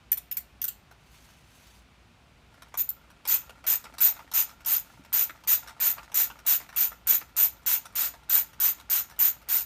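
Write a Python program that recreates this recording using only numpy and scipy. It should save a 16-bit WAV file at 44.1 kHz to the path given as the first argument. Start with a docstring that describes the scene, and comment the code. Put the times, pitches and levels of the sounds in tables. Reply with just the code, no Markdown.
"""A socket ratchet screws a threaded cap into a metal tube in a small, faintly humming garage.
First come a few slow clicks as the pawl (the ratchet's little catch) drops off one tooth at a time.
A knock follows, then gloves rustle as the grip changes. From 2.5 s the work settles into about three
strokes a second: on each drive the loose socket knocks and the thread grinds softly; on each back swing
the pawl races over the teeth. Near 5 s the hand takes a new hold, and the strokes go on to the end."""
import sys
import numpy as np
from scipy import signal
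from scipy.fft import rfft, irfft, next_fast_len
from scipy.io import wavfile

SR = 44100
rng = np.random.default_rng(int(sys.argv[2]) if len(sys.argv) > 2 else 0)


def file_out(sig):
    """Save sig as 16-bit WAV at sys.argv[1]."""
    # one column per channel
    cols = np.atleast_2d(sig).T
    # limit, then scale
    lim = np.clip(cols, -1, 1)
    pcm = np.round(lim * 32767).astype(np.int16)
    wavfile.write(sys.argv[1], SR, pcm)


N = 425565

# Levels in the tables are relative: the functions add their own gains.
# Tone colour of still air, rubbing cloth and steel hitting steel: (pitch [Hz], level [dB])
AIR_COLOUR = [(12, -46), (20, -25.5), (60, 1), (81, -8.5), (110, -6.5), (241, -12.5), (434, -20.5),
              (472, -20.5), (780, -18), (1150, -20.5), (1400, -19.5), (1760, -24), (2390, -21),
              (10200, -40.5), (16000, -47)]
CLOTH_COLOUR = [(200, -44.5), (1000, -0.5), (3000, 3), (6000, 0), (10000, -5), (15000, -6.5), (17000, -26)]
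STEEL_COLOUR = [(100, -32), (300, -17), (450, -26.5), (800, -11.5), (1500, 3), (3000, 1.5), (4800, 2),
                (6800, 3.5), (8500, 3), (11000, 0.5), (13000, 1.5), (14400, 5), (15800, -16.5)]
# Echoes from nearby surfaces: (delay [s], level [dB])
NEAR_ECHOES = [(.0018, 2.5), (.0045, -1.5), (0.0108, 0.5), (0.0138, -4)]
# The tones each metal part rings with; wider ones die sooner: (pitch [Hz], width [Hz], level [dB])
TUBE_TONES = [(286, 25, -12.5), (553, 71, -10.5), (703, 43, -7.5), (893, 49, 0), (1228, 62, -5),
              (1384, 42, 2.5), (1730, 15, -12), (1870, 42, -15.5), (2060, 460, -7)]
SOCKET_TONES = [(2760, 150, 3), (3800, 470, 8.5), (5320, 90, 7), (5850, 64, 5.5), (7760, 52, -19.5),
                (9560, 60, -20.5), (12350, 90, -34)]
HANDLE_TONES = [(710, 2.5, 2), (1777, 0.95, 2), (2580, 13, -5), (4280, 8.2, 2), (7570, 25, 10)]
HEAD_TONES = [(2620, 140, -6.5), (3740, 340, -6.5), (6250, 47, 1), (6605, 17, -4), (6840, 35, 3.5),
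              (7147, 88, 2.5), (8920, 77, -7), (9800, 190, -0.5), (11940, 120, 1)]
PAWL_TONES = [(13100, 73, -14), (13930, 68, -10), (13900, 19, -0.5), (13900, 41, 7.5), (14170, 20, -6.5),
              (14090, 32, -14.5)]
# Glove and sleeve rub as the hands change hold: (middle time [s], length [s], level [dB])
GLOVE_RUBS = [(1.23, 0.56, -61), (1.645, 0.41, -58), (4.923, 0.23, -60.5)]
# How hard the thread drags as the cap goes in: (time [s], level [dB])
THREAD_DRAG = [(2.7, -51), (3.1, -53.5), (4.1, -42.5), (4.9, -50), (5.7, -42.5), (6.65, -44.5),
               (7.2, -53.5), (9.4, -48)]
# Clear knocks of the loose socket: (time [s], dull knock level [dB], bright steel level [dB])
SOCKET_KNOCKS = [(0.912, -38.5, -54.5), (2.621, -34.5, -48.5), (2.741, -27, -44), (3.253, -29.5, -38),
                 (3.495, -31.5, -48.5), (3.641, -30.5, -53), (3.855, -30, -72), (3.983, -35, -33.5),
                 (4.166, -34, -59), (4.192, -31.5, -63), (4.315, -32.5, -38.5), (4.648, -47, -40),
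                 (5.295, -25.5, -45), (5.674, -32, -44.5), (5.981, -26, -62), (6.301, -26.5, -55),
                 (6.603, -32, -45), (6.727, -33.5, -54), (6.917, -30, -51), (7.213, -29, -52.5),
                 (7.855, -30.5, -42.5), (8.139, -34.5, -56.5), (8.799, -37, -46), (9.098, -39, -48.5)]
# Clicks of single teeth: (time [s], level [dB], pawl ring compared with that level [dB])
SINGLE_CLICKS = [(0.1175, -23, 16.5), (0.1721, -29.5, 7), (0.313, -29, 15.5), (0.3692, -26, 13),
                 (0.616, -28, 13), (0.6404, -26, 12), (0.6805, -28, 13.5), (2.8901, -34, 20)]
# Back swings: (start [s], length [s], level [dB], pawl ring compared with that level [dB])
BACK_SWINGS = [(2.774, 0.042, -42, 19), (3.275, 0.1, -33.5, 11), (3.666, 0.094, -33.5, 9),
               (4.005, 0.097, -32.5, 12), (4.337, 0.094, -32, 8), (4.66, 0.13, -34, 9.5),
               (5.128, 0.12, -33.5, 10.5), (5.474, 0.088, -31, 9.5), (5.801, 0.12, -32.5, 8.5),
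               (6.143, 0.11, -32, 8), (6.464, 0.1, -31, 9.5), (6.762, 0.11, -34, 11),
               (7.07, 0.099, -32, 11), (7.366, .107, -32.5, 11), (7.662, 0.11, -31.5, 7.5),
               (7.954, 0.13, -33.5, 6), (8.295, 0.12, -32, 9.5), (8.6, 0.11, -33, 9),
               (8.899, 0.11, -32.5, 8), (9.19, 0.11, -32.5, 11), (9.487, 0.13, -34, 9)]


def undb(db):
    """Turn decibels into a number to multiply by."""
    return 10 ** (np.asarray(db) / 20)


def unit(x):
    """Scale a sound to a total energy of 1."""
    return x / np.sqrt(np.sum(x ** 2))


def clock(seconds):
    """The time of each sample in a short sound."""
    return np.arange(int(seconds * SR)) / SR


def add(out, start, x):
    """Mix x into out, beginning at start seconds."""
    i = int(np.clip(start * SR, 0, len(out)))
    out[i:i + len(x)] += x[:len(out) - i]


def tint(x, colour):
    """Give a sound a tone colour; the result has energy 1."""
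    n = 2 * next_fast_len(len(x))
    hz, db = np.transpose(colour)
    gain = undb(np.interp(np.log(np.arange(n // 2 + 1) * SR / n + 1), np.log(hz), db))
    one_sided = irfft(np.log(gain))[:n // 2]  # so the filter never rings before a hit
    response = np.exp(2 * rfft(one_sided, n))
    return unit(irfft(rfft(x, n) * response)[:len(x)])


def fading_tones(rows, t):
    """One fading tone per table row, as complex numbers so its pitch is easy to shift."""
    hz, width, db = np.transpose(rows)[:, :, None]
    return undb(db) * np.sqrt(width) * np.exp((2j * hz - width) * np.pi * t)


def ring(tones, scatter_db=3):
    """Every blow lands a little differently, so it mixes a part's tones anew."""
    weights = undb(scatter_db * rng.standard_normal(len(tones))) * rng.choice([-1, 1], len(tones))
    return unit(weights @ tones.real)


def garage(x, walls, wet_db, early_s=0.11, late_s=0.27, build_s=0.00048):
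    """Add near echoes and a short tail (level wet_db); some paths stay, others shift as the arms move."""
    t = np.arange(len(walls)) / SR
    moving, far = rng.standard_normal((2, len(t)))
    early = (walls + moving) * (1 - np.exp(-t / build_s)) * undb(-60 * t / early_s)
    far = signal.lfilter([1, 2, 1], [1, -0.25], far)  # the far walls soak up treble
    late = far * undb(-60 * t / late_s)
    paths = np.zeros(len(t))
    paths[0] = 1  # the direct sound
    for delay, db in NEAR_ECHOES:
        add(paths, delay * (1 + .02 * rng.standard_normal()), undb([db]))
    tail = undb(1) * unit(early) + undb(-7) * unit(late)
    return signal.fftconvolve(x, unit(unit(paths) + undb(wet_db) * tail))


def room_tone(hum_hz=58, waver_hz=0.86, hum_db=-66, air_db=-58):
    """Soft steady air with a low wavering hum."""
    hz = hum_hz + waver_hz * signal.resample(rng.standard_normal(N // 4410), N)
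    hum = np.sin(2 * np.pi * np.cumsum(hz) / SR)
    air = tint(rng.standard_normal(N), AIR_COLOUR)
    return np.sqrt(N) * (undb(air_db) * air + undb(hum_db) * unit(hum))


def gloves(walls, spread_db=6, grab_s=4.995, grab_db=-22):
    """Rubber and cloth slide in many tiny catches; the hand takes a new hold with a soft bump."""
    t = np.arange(N) / SR
    catches = np.repeat(undb(spread_db * rng.standard_normal(N // 64 + 1)), 64)[:N]
    rustle = garage(catches * rng.standard_normal(N), walls, wet_db=7)[:N]
    swells = sum(undb(db) * np.cos(np.pi * np.clip((t - middle) / length, -.5, .5))
                 for middle, length, db in GLOVE_RUBS)
    out = np.sqrt(N) * tint(rustle, CLOTH_COLOUR) * swells
    bump = fading_tones([(194, 11.6, 0.4), (273, 30, -2.4)], clock(0.13))
    add(out, grab_s, undb(grab_db) * ring(1j * bump))  # 1j starts the tones at zero, with no click
    return out


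def crack(t, decay_s=0.0015):
    """Steel meets steel: a burst of noise that dies quickly."""
    return tint(rng.standard_normal(len(t)) * np.exp(-t / decay_s), STEEL_COLOUR)


def knock(parts, dull_hz=2500, clack_db=-0.5, grip_s=.005):
    """A blunt blow on the tube: little treble, and the gripping hand cuts the ring short."""
    t, _, _, tube = parts
    held = ring(tube, scatter_db=4.5) * np.exp(-t / grip_s) + undb(clack_db) * crack(t)
    return unit(signal.lfilter(*signal.butter(2, dull_hz, fs=SR), held))


def drives(first_s=2.5):
    """The hand drives the cap in before each back swing: gives rows of (start [s], end [s])."""
    starts = [first_s] + [start + length for start, length, *_ in BACK_SWINGS[:-1]]
    return [(start, swing[0]) for start, swing in zip(starts, BACK_SWINGS)]


def thread_grind(parts, slips_per_s=90, gain_db=14, spread_db=6, grit_db=-4, dull_hz=4000, ease_db=-5):
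    """The greased thread sticks and slips, ringing the tube; the push eases late in each drive."""
    t, _, _, tube = parts
    out = np.zeros(N)
    for start, end in drives():
        for progress in rng.uniform(0, 1, int(slips_per_s * (end - start))):
            slip = ring(tube, scatter_db=7) + undb(grit_db) * crack(t, decay_s=0.021)
            db = gain_db + ease_db * progress ** 2 + spread_db * (2 * rng.random() - 1)
            add(out, start + progress * (end - start), undb(db) * slip)
    drag = undb(np.interp(np.arange(N) / SR, *np.transpose(THREAD_DRAG)))
    return signal.lfilter(*signal.butter(1, dull_hz, fs=SR), out) * drag


def socket_knocks(parts, walls, tube_db=14, steel_db=19.5, crack_db=2, rattles_per_drive=3):
    """The loose socket pings and knocks on the tube as the handle turns round, and rattles in drives."""
    t = parts[0]
    out, socket, rattles = np.zeros(N), fading_tones(SOCKET_TONES, t), []
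    for start, end in drives():
        for time in rng.uniform(start, end, rattles_per_drive):
            drag_db = np.interp(time, *np.transpose(THREAD_DRAG))
            db = drag_db + 4 + 4.5 * rng.standard_normal()  # more drag, louder rattle
            rattles.append((time, db, db - 13))
    for time, dull_db, bright_db in list(SOCKET_KNOCKS) + rattles:
        steel = ring(socket) + undb(crack_db) * crack(t)
        blow = undb(dull_db + tube_db) * knock(parts) + undb(bright_db + steel_db) * steel
        add(out, time, garage(blow, walls, wet_db=-6))
    return out


def tooth_click(parts, pawl_db, tube_db, head_db, shift_hz):
    """The pawl drops off a tooth: a crack and its own shrill ring; the ratchet head and tube ring too."""
    t, pawl, head, tube = parts
    shrill = ring(pawl * np.exp(2j * np.pi * shift_hz * t))  # how the pawl sits shifts its pitch
    return crack(t) + undb(pawl_db) * shrill + undb(head_db) * ring(head) + undb(tube_db) * ring(tube)


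def slow_clicks(parts, walls, gain_db=18, handle_db=-17, thin_hz=1400, palm_s=0.0066):
    """Turned back tooth by tooth, the ratchet gives light ticks; the loosely held handle rings on."""
    t = parts[0]
    out, handle = np.zeros(N), fading_tones(HANDLE_TONES, clock(1))
    bass_cut = signal.butter(1, thin_hz, "high", fs=SR)
    for time, db, ring_db in SINGLE_CLICKS:
        click = tooth_click(parts, pawl_db=ring_db + 1, tube_db=-21, head_db=-5, shift_hz=220)
        tick = signal.lfilter(*bass_cut, click) * np.exp(-t / palm_s)  # the palm damps the ring
        add(out, time, undb(db + gain_db) * garage(tick, walls, wet_db=-2))
        add(out, time, undb(db + gain_db + handle_db) * ring(handle))
    return out


def back_swings(parts, walls, top_teeth_per_s=270, start_speed=.78, end_speed=.22, unhurried_s=0.13,
                gain_db=23, force_db=5, first_tooth_db=2, swing_shift_hz=70, tooth_shift_hz=190):
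    """The pawl races over the teeth as the handle speeds up and slows; faster teeth hit harder."""
    out = np.zeros(N)
    for start, length, db, ring_db in BACK_SWINGS:
        # just before the first tooth, the reversing handle nudges the tube
        add(out, start - 0.0053, undb(db + gain_db - 16) * knock(parts))
        fastest, end = start + .46 * length, start + length
        haste = 1 - length / unhurried_s  # a hasty swing rings the head more and the tube less
        time, shift_hz = start, swing_shift_hz * rng.standard_normal()
        for gap_luck, pitch_luck in rng.standard_normal((64, 2)):
            if time > end:
                break
            slowest = start_speed if time < fastest else end_speed  # as a share of top speed
            speed = 1 - (1 - slowest) * np.interp(time, [start, fastest, end], [1, 0, 1]) ** 1.5
            # the first tooth breaks free with extra force
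            blow_db = force_db * np.log2(speed) + first_tooth_db * (time == start)
            click = tooth_click(parts, pawl_db=ring_db + 2, tube_db=-12.5 - 6 * haste,
                                head_db=-4 + 11 * haste, shift_hz=shift_hz + tooth_shift_hz * pitch_luck)
            add(out, time, undb(db + gain_db + blow_db) * garage(click, walls, wet_db=0))
            time += np.exp(.05 * gap_luck) / (top_teeth_per_s * speed)
    return out


def scene():
    """Mix the room, the gloves and the ratchet into one channel."""
    t = clock(.03)
    parts = t, fading_tones(PAWL_TONES, t), fading_tones(HEAD_TONES, t), fading_tones(TUBE_TONES, t)
    walls = rng.standard_normal(int(.22 * SR))  # the echo paths that stay the same
    background = room_tone() + gloves(walls)
    tool = slow_clicks(parts, walls) + socket_knocks(parts, walls) + back_swings(parts, walls)
    return (background + tool + thread_grind(parts))[None]


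def record(dry, low_hz=32, top_hz=15400):
    """Thin the deepest bass and cut the very highest treble."""
    thinned = signal.sosfilt(signal.butter(2, low_hz, "high", fs=SR, output="sos"), dry)
    return signal.sosfilt(signal.ellip(8, .2, 70, top_hz, fs=SR, output="sos"), thinned)


dry = scene()
out = record(dry)
file_out(out)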